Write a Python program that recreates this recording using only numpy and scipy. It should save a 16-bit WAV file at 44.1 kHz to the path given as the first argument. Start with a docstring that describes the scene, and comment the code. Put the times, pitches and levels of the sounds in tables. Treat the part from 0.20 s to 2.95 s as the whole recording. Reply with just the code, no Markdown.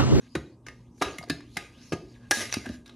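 """Close to one microphone, hand shears nibble a small pressed-steel part over a wooden bench.
A hard bite and jolt come at 0.15 s, a heavy cluster at 0.81 s, then bites near 1.1, 1.37 and 1.72 s. The
strongest at 2.11 s leads into a swell of rubbing, two more cracks, low thuds and faint last clicks.
Bites are bursts of cracks ringing steel modes, jolts damped sines through hands and bench, rubbing dense
tiny slips; filtered noise and wavering tones make the air and hum of a small lively workshop throughout."""
import sys
import numpy as np
from scipy import signal
from scipy.io import wavfile
from scipy.ndimage import uniform_filter1d, minimum_filter1d

SR = 44100
rng = np.random.default_rng(int(sys.argv[2]) if len(sys.argv) > 2 else 0)


def unload_wav(signal):
    """Save mono or channel-first audio to the path in sys.argv[1] as 16-bit WAV at rate SR, clipped to [-1, 1]."""
    wavfile.write(
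        sys.argv[1],
        SR,
        np.round(np.clip(np.atleast_2d(signal).T, -1, 1) * 32767).astype(np.int16),
    )


def decibels_to_gain(level_db):
    """Convert a level in decibels to a linear amplitude gain (20 dB per decade)."""
    exponent = np.asarray(level_db, float) / 20
    return 10 ** exponent


N = 121275  # 2.75 s in samples

# bites and clicks of the jaws:
# (time [s], level [dB], brightness [dB per octave], burst length [s], favoured frequency [Hz])
BITES = [(.1513, -21, -3, 0.0067, 1480), (.4645, -39, -2.5, 0.0065, 5800), (.484, -33.5, -2, 0.0038, 1833),
         (.779, -57, -3, 0.0041, 2250), (.8118, -25, -8.5, 0.0039, 700), (.8147, -25, -3.5, .003, 820),
         (.8172, -26, -2.5, 0.002, 810), (.820, -20, -1, 0.0087, 1140), (.9832, -31, 1, 0.0049, 1950),
         (1.027, -40, -2.5, 0.0043, 4600), (1.038, -45, 0.5, 0.0036, 4800), (1.086, -48, 2.5, 0.0032, 1700),
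         (1.0975, -22.5, 0.5, 0.0058, 4310), (1.104, -33, -3.5, 0.006, 2550),
         (1.2045, -43, -3.5, 0.0049, 1950), (1.357, -47.5, -6.5, 0.0031, 4570),
         (1.3686, -28, 0.5, 0.004, 3000), (1.3693, -20.5, -0.5, 0.0052, 2200),
         (1.7205, -28.5, -3.5, 0.013, 755), (1.731, -37.5, -2, 0.0071, 6360),
         (2.1098, -13, 2, 0.0029, 5760), (2.1135, -14.5, 2, 0.0056, 1780), (2.3255, -22, 1, 0.0018, 5900),
         (2.3393, -21, 1.5, 0.0045, 5200), (2.441, -47.5, -3.5, 0.01, 1610), (2.457, -36, -2, 0.0094, 1610),
         (2.4904, -36.5, -1, 0.0031, 1655), (2.6584, -48.5, 0, 0.0096, 3900),
         (2.677, -51, 0.5, 0.0049, 5360), (2.693, -45, -3, 0.0058, 3840)]
# colour of one crack: (frequency [Hz], relative level [dB per Hz])
CRACK_COLOUR = [(180, -24), (300, 4), (700, -9.5), (1300, -4), (1650, 0.5), (2400, 0.5), (3000, -2),
                (4500, -5.5), (6500, -7), (7800, -14.5), (10000, -10), (12800, -20), (14200, -53)]
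CRACKS_PER_S, CRACK_SPREAD_DB = 15000, 2
RISE_SHARE = .3  # rise time as a share of burst length
# modes of the steel part and jaws: (frequency [Hz], relative level [dB], t60 [s])
STEEL_MODES = [(715, -9, .07), (905, -13, .06), (1235, -2, .15), (1655, 0, .11), (1770, -6, .08),
               (2140, -5, .09), (2620, -8, .09), (2850, -9, .07), (3880, -6, .11), (4250, -9, .06),
               (4750, -8, .04), (4920, -11, .08), (5520, -10, .05), (6610, -8, .04), (10020, -13, .04)]
MODE_SPREAD_DB, STEEL_RING_DB = 3.5, -5
BITE_FAVOUR_DB, FAVOUR_OCTAVES = 11, .2

# dull jolts through hands and bench: (time [s], level [dB], base pitch [Hz], base t60 [s])
JOLTS = [(.153, -18.5, 328, 0.05), (.164, -20, 140, 0.055), (.175, -28, 70, .15),
         (.813, -29.5, 390.7, 0.17), (.820, -10, 732, 0.017), (.855, -29.5, 69.4, 0.11),
         (.99, -37, 160, 0.1), (1.012, -34, 704, 0.021), (1.036, -33.5, 683, 0.035),
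         (1.100, -15.5, 285, 0.043), (1.105, -27, 157, 0.11), (1.368, -25, 790, 0.02),
         (1.372, -29, 175, 0.039), (1.722, -15, 378, 0.025), (1.727, -29, 159.6, 0.13),
         (1.734, -15, 303, 0.027), (2.111, -15, 787, 0.02), (2.17, -31.5, 229.5, 0.27),
         (2.369, -15.5, 243, 0.027), (2.375, -45, 71, 0.43), (2.456, -35, 720, 0.038),
         (2.467, -27, 250, 0.076), (2.496, -23.5, 241, 0.079), (2.505, -32.5, 67, .15)]
# modes of one jolt: (pitch ratio to base [1], relative level [dB])
JOLT_PARTNERS = [(1.0186, -0.5), (.45, -14.5), (1.32, -10.5), (2.42, -10.5)]
JOLT_RISE_CYCLES = 0.26  # time constant of the rise, in cycles of the base pitch

# jaws rubbing the cut edge:
# (time [s], level before touch colour [dB], brightness [dB per octave], favoured frequency [Hz])
RUB_COURSE = [(0, -64.5, -1, 1690), (.07, -64.5, -1.5, 1710), (.09, -71, 1.5, 4700), (.14, -71, 1.5, 4700),
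              (0.299, -70, -2, 3890), (0.419, -89, -2.5, 6050), (.5, -62.5, -4.5, 1490),
              (.6, -72.5, 0.5, 1250), (.72, -81.5, -2, 5900), (.79, -73, 7.5, 6040), (.85, -40, -3.5, 1230),
              (.96, -52.5, -3.5, 1200), (1.04, -77, 8, 4700), (1.08, -61.5, -7, 2000),
              (1.2, -65.5, -4.5, 2200), (1.27, -69.5, -1.5, 3030), (1.35, -63.5, 4.5, 4600),
              (1.42, -52, -3, 2340), (1.52, -64.5, -0.5, 2220), (1.6, -59.5, -2, 4470),
              (1.665, -59, 1, 6100), (1.71, -64, 2, 5070), (1.84, -67.5, 0, 4760), (1.94, -65, -1.5, 4900),
              (1.96, -61.5, -1.5, 1670), (1.99, -71.5, -0.5, 1660), (2.04, -63.5, -4.5, 1650),
              (2.104, -70, 2, 1650), (2.118, -44.5, -8, 1700), (2.148, -36, 3.5, 1780),
              (2.215, -31, 1, 1780), (2.24, -37.5, 0.5, 2010), (2.31, -48, 0, 2050),
              (2.322, -44.5, 2, 4000), (2.335, -43.5, 1, 3900), (2.4, -53, -0.5, 2090),
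              (2.551, -55.5, 0, 1660), (2.64, -78, 0.5, 1710), (2.7, -63.5, -6, 3900),
              (2.75, -69, -1, 3900)]
# colour of one slip: (frequency [Hz], relative level [dB per Hz])
SLIP_COLOUR = [(180, -40.5), (300, 7), (600, -2), (1100, -14), (1700, -0.5), (2300, 1), (3000, 1),
               (4800, -4), (6600, -2), (7700, -13.5), (10000, -9), (12500, -18), (14000, -53)]
SLIPS_PER_S, SLIP_SPREAD_DB = 7000, 3.3
RUB_RING_DB, RUB_PATCH_DB, RUB_FAVOUR_DB = -5, 2., 9

# hum lines: (frequency [Hz], rms level [dB])
HUM_LINES = [(119.5, -57.5), (240, -58.5), (264, -66), (345, -73.5)]
HUM_POLE_WIDTH_HZ = 8.3  # width of each of the two smoothing poles
# colour of the air noise: (frequency [Hz], relative level [dB])
AIR_COLOUR = [(15, -39.5), (25, 7.5), (116, -6.5), (187, -7.5), (244, -6), (722, -27), (802, -24.5),
              (1160, -25), (1330, -39), (1970, -59), (3180, -64.5), (8470, -44.5), (14000, -58)]
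AIR_DB, AIR_PATCH_DB = -54, 2
# decay of the workshop: (frequency [Hz], t60 [s])
ROOM_DECAY = [(100, 0.17), (300, .6), (1000, 0.27), (3000, 0.33), (7000, 0.3), (13000, 0.21)]
ROOM_DB, ROOM_RISE_S = -9.5, 0.0013

SIDE_GAIN_DB, SIDE_FROM_HZ, SIDE_SHARE = 1.5, 4400, .45  # share: chance that a block is wide
MIC_LOW_HZ, MIC_HIGH_HZ = 54.3, 13700


def bite(level_db, tilt_db, length_s, favoured_hz):
    """A quick burst of fractures: each gives a bright crack and rings the steel."""
    t = np.arange(2600) / SR
    length_s = np.clip(length_s, .001, .03)
    rise = np.minimum(t / (RISE_SHARE * length_s), 1)
    fall = np.exp(-(t / length_s) ** 1.3)
    fractures = evened(clicks(CRACKS_PER_S, CRACK_SPREAD_DB, len(t))) * rise * fall
    # every bite drives the modes in its own balance
    balance_db = MODE_SPREAD_DB * rng.standard_normal(len(STEEL_MODES))
    modes = []
    for (hz, mode_db, t60), offset_db in zip(STEEL_MODES, balance_db):
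        mode_db = mode_db + offset_db + lean(hz, tilt_db, favoured_hz, BITE_FAVOUR_DB)
        modes.append((hz, mode_db, t60))
    response = decibels_to_gain(STEEL_RING_DB) * ring(modes)
    add(response, 0, colour(CRACK_COLOUR, tilt_db, favoured_hz, BITE_FAVOUR_DB))
    return decibels_to_gain(level_db) * signal.fftconvolve(fractures, response)


def jolt(level_db, base_hz, base_t60):
    """A soft blow rings a few damped modes; the higher ones die sooner."""
    t = np.arange(12000) / SR
    modes = np.zeros(len(t))
    for ratio, mode_db in JOLT_PARTNERS:
        decay = decibels_to_gain(mode_db - 60 * ratio * t / base_t60)
        modes += decay * np.sin(2 * np.pi * base_hz * ratio * t)
    rise = 1 - np.exp(-t * base_hz / JOLT_RISE_CYCLES)
    return decibels_to_gain(level_db) * modes * rise


def rub():
    """Dense tiny slips hiss and sing in the steel, in drifting patches, coloured by where the jaws touch."""
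    s, level_db, tilt_db, favoured_hz = np.transpose(RUB_COURSE)
    response = decibels_to_gain(RUB_RING_DB) * ring(STEEL_MODES)
    add(response, 0, colour(SLIP_COLOUR, 0, 1, 0))
    slips = clicks(SLIPS_PER_S, SLIP_SPREAD_DB, N)
    steady = evened(signal.fftconvolve(slips, response)[:N])
    hz, t, z = signal.stft(steady, SR, nperseg=512, noverlap=384)
    patches = rng.standard_normal(z.shape)
    patches = evened(uniform_filter1d(uniform_filter1d(patches, 9, 0), 18, 1))
    tilt_now = np.interp(t, s, tilt_db)
    favoured_now = np.exp(np.interp(t, s, np.log(favoured_hz)))
    touch_db = lean(hz[:, None], tilt_now, favoured_now, RUB_FAVOUR_DB)
    z = z * decibels_to_gain(RUB_PATCH_DB * patches + touch_db)
    rubbing = signal.istft(z, nperseg=512, noverlap=384)[1][:N]
    return decibels_to_gain(np.interp(np.arange(N) / SR, s, level_db)) * rubbing


def hum():
    """Low steady tones, each swelling and fading with slow noise."""
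    t = np.arange(N) / SR
    pole = np.exp(-np.pi * HUM_POLE_WIDTH_HZ / SR)
    total = np.zeros(N)
    for hz, level_db in HUM_LINES:
        drift = signal.lfilter([1], [1, -pole], rng.standard_normal(N))
        drift = signal.lfilter([1], [1, -pole], drift)
        waver = 1 + .5 * evened(drift)
        tone = np.sin(2 * np.pi * (hz * t + rng.random()))
        total += decibels_to_gain(level_db) * evened(waver * tone)
    return total


def air():
    """Coloured random noise whose level varies in patches of time and frequency."""
    frames, hz = N // 512 + 5, np.fft.rfftfreq(2048, 1 / SR)
    a, b, patches = rng.standard_normal((3, len(hz), frames))
    patches = evened(uniform_filter1d(uniform_filter1d(patches, 8, 0), 6, 1))
    z = (a + 1j * b) * decibels_to_gain(read(AIR_COLOUR, hz)[:, None] + AIR_PATCH_DB * patches)
    noise = signal.istft(z, nperseg=2048, noverlap=1536)[1][:N]
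    return decibels_to_gain(AIR_DB) * evened(noise)


def room_tail():
    """Scattered reflections of random sign, each band dying at its own speed."""
    taps = np.zeros(SR)
    slots = np.arange(0, SR - 20, 20)
    at = slots + rng.integers(0, 20, len(slots))
    taps[at] = rng.choice([-1., 1.], len(at))
    hz, t, z = signal.stft(taps, SR, nperseg=256)
    decay = decibels_to_gain(-60 * t / read(ROOM_DECAY, hz)[:, None])
    tail = signal.istft(z * decay, SR, nperseg=256)[1]
    tail = tail * np.minimum(np.arange(len(tail)) / SR / ROOM_RISE_S, 1)
    return tail / np.linalg.norm(tail)


def treble_width(mid):
    """Left-right noise follows the treble in random blocks, held back where the level jumps."""
    hz, t, z = signal.stft(mid, SR, nperseg=1024, noverlap=768)
    power = uniform_filter1d(abs(z) ** 2, 16, 0)
    # the lowest of three neighbouring frames keeps attacks narrow
    level = np.sqrt(abs(minimum_filter1d(power, 3, 1)))
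    a, b = rng.standard_normal((2, len(hz), len(t)))
    blocks = rng.random((len(hz) // 28 + 1, len(t) // 8 + 1)) < SIDE_SHARE
    wide = np.repeat(np.repeat(blocks, 28, 0), 8, 1)[:len(hz), :len(t)]
    wide = wide * (hz > SIDE_FROM_HZ)[:, None]
    side = signal.istft(level * wide * (a + 1j * b), SR, nperseg=1024, noverlap=768)[1][:N]
    return decibels_to_gain(SIDE_GAIN_DB) * side


def clicks(per_s, spread_db, size):
    """Clicks at random moments and of random sign, a few much larger."""
    chance, sign, size_draw = rng.random((3, size))
    present = chance < per_s / SR
    return present * np.sign(sign - .5) * decibels_to_gain(-spread_db * np.log(size_draw + .01))


def ring(modes, size=16000):
    """Struck modes: a sum of dying sines with energy 1."""
    t = np.arange(size) / SR
    x = np.zeros(size)
    for hz, level_db, t60 in modes:
        x += decibels_to_gain(level_db - 60 * t / max(t60, .005)) * np.sin(2 * np.pi * hz * t)
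    return x / np.linalg.norm(x)


def colour(points, tilt_db, favoured_hz, favour_db, size=2048):
    """Causal minimum-phase click of energy 1 with the given spectrum, tilted and lifted by lean()."""
    hz = abs(np.fft.fftfreq(size, 1 / SR))
    db = read(points, hz) + lean(hz, tilt_db, favoured_hz, favour_db)
    log_gain = np.log(decibels_to_gain(np.maximum(db, -100)))
    spectrum = np.exp(np.conj(signal.hilbert(log_gain)))
    taps = np.fft.ifft(spectrum).real[:size // 2]
    return taps / np.linalg.norm(taps)


def lean(hz, tilt_db, favoured_hz, favour_db):
    """Level change in dB from a tilt about 3 kHz and a lift around a favoured frequency."""
    hz = np.clip(hz, 300, 14000)
    octaves_off = np.log2(hz / favoured_hz)
    return tilt_db * np.log2(hz / 3000) + favour_db * np.exp(-(octaves_off / FAVOUR_OCTAVES) ** 2)


def read(points, hz):
    """Reads a (frequency, value) table along a logarithmic frequency axis."""
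    f, value = np.transpose(points)
    return np.interp(np.log(hz + 1), np.log(f + 1), value)


def evened(x):
    """Scales to an rms of 1."""
    return x / np.sqrt(np.mean(x ** 2) + 1e-20)


def add(mix, s, sound):
    """Adds a sound into the mix at s seconds, cut at the end of the mix."""
    part = mix[round(s * SR):][:len(sound)]
    part += sound[:len(part)]


def scene():
    """Bites and jolts take turns on three room tails, over rubbing, hum and air."""
    hits = np.zeros((3, N))
    for k, (s, *settings) in enumerate(BITES):
        add(hits[k % 3], s, bite(*settings))
    for k, (s, *settings) in enumerate(JOLTS):
        add(hits[k % 3], s, jolt(*settings))
    wet = sum(signal.fftconvolve(x, room_tail())[:N] for x in hits)
    mid = hits.sum(0) + decibels_to_gain(ROOM_DB) * wet + rub() + hum() + air()
    return np.array([mid, mid])


def roll_off(x):
    """The treble ends steeply here."""
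    return signal.sosfilt(signal.butter(12, 14240, fs=SR, output="sos"), x)


def record(dry):
    """The close microphone drops deep bass; the treble then gains width and its top is cut."""
    bass_cut = signal.butter(4, MIC_LOW_HZ, "high", fs=SR, output="sos")
    dry = signal.sosfilt(bass_cut, dry)
    side = treble_width(dry[0])
    mix = dry + np.array([side, -side])
    top_cut = signal.firwin(127, MIC_HIGH_HZ, window=("kaiser", 6), fs=SR)
    mix = signal.oaconvolve(mix, top_cut[None], "same")
    return roll_off(mix)


dry = scene()
out = record(dry)
unload_wav(out)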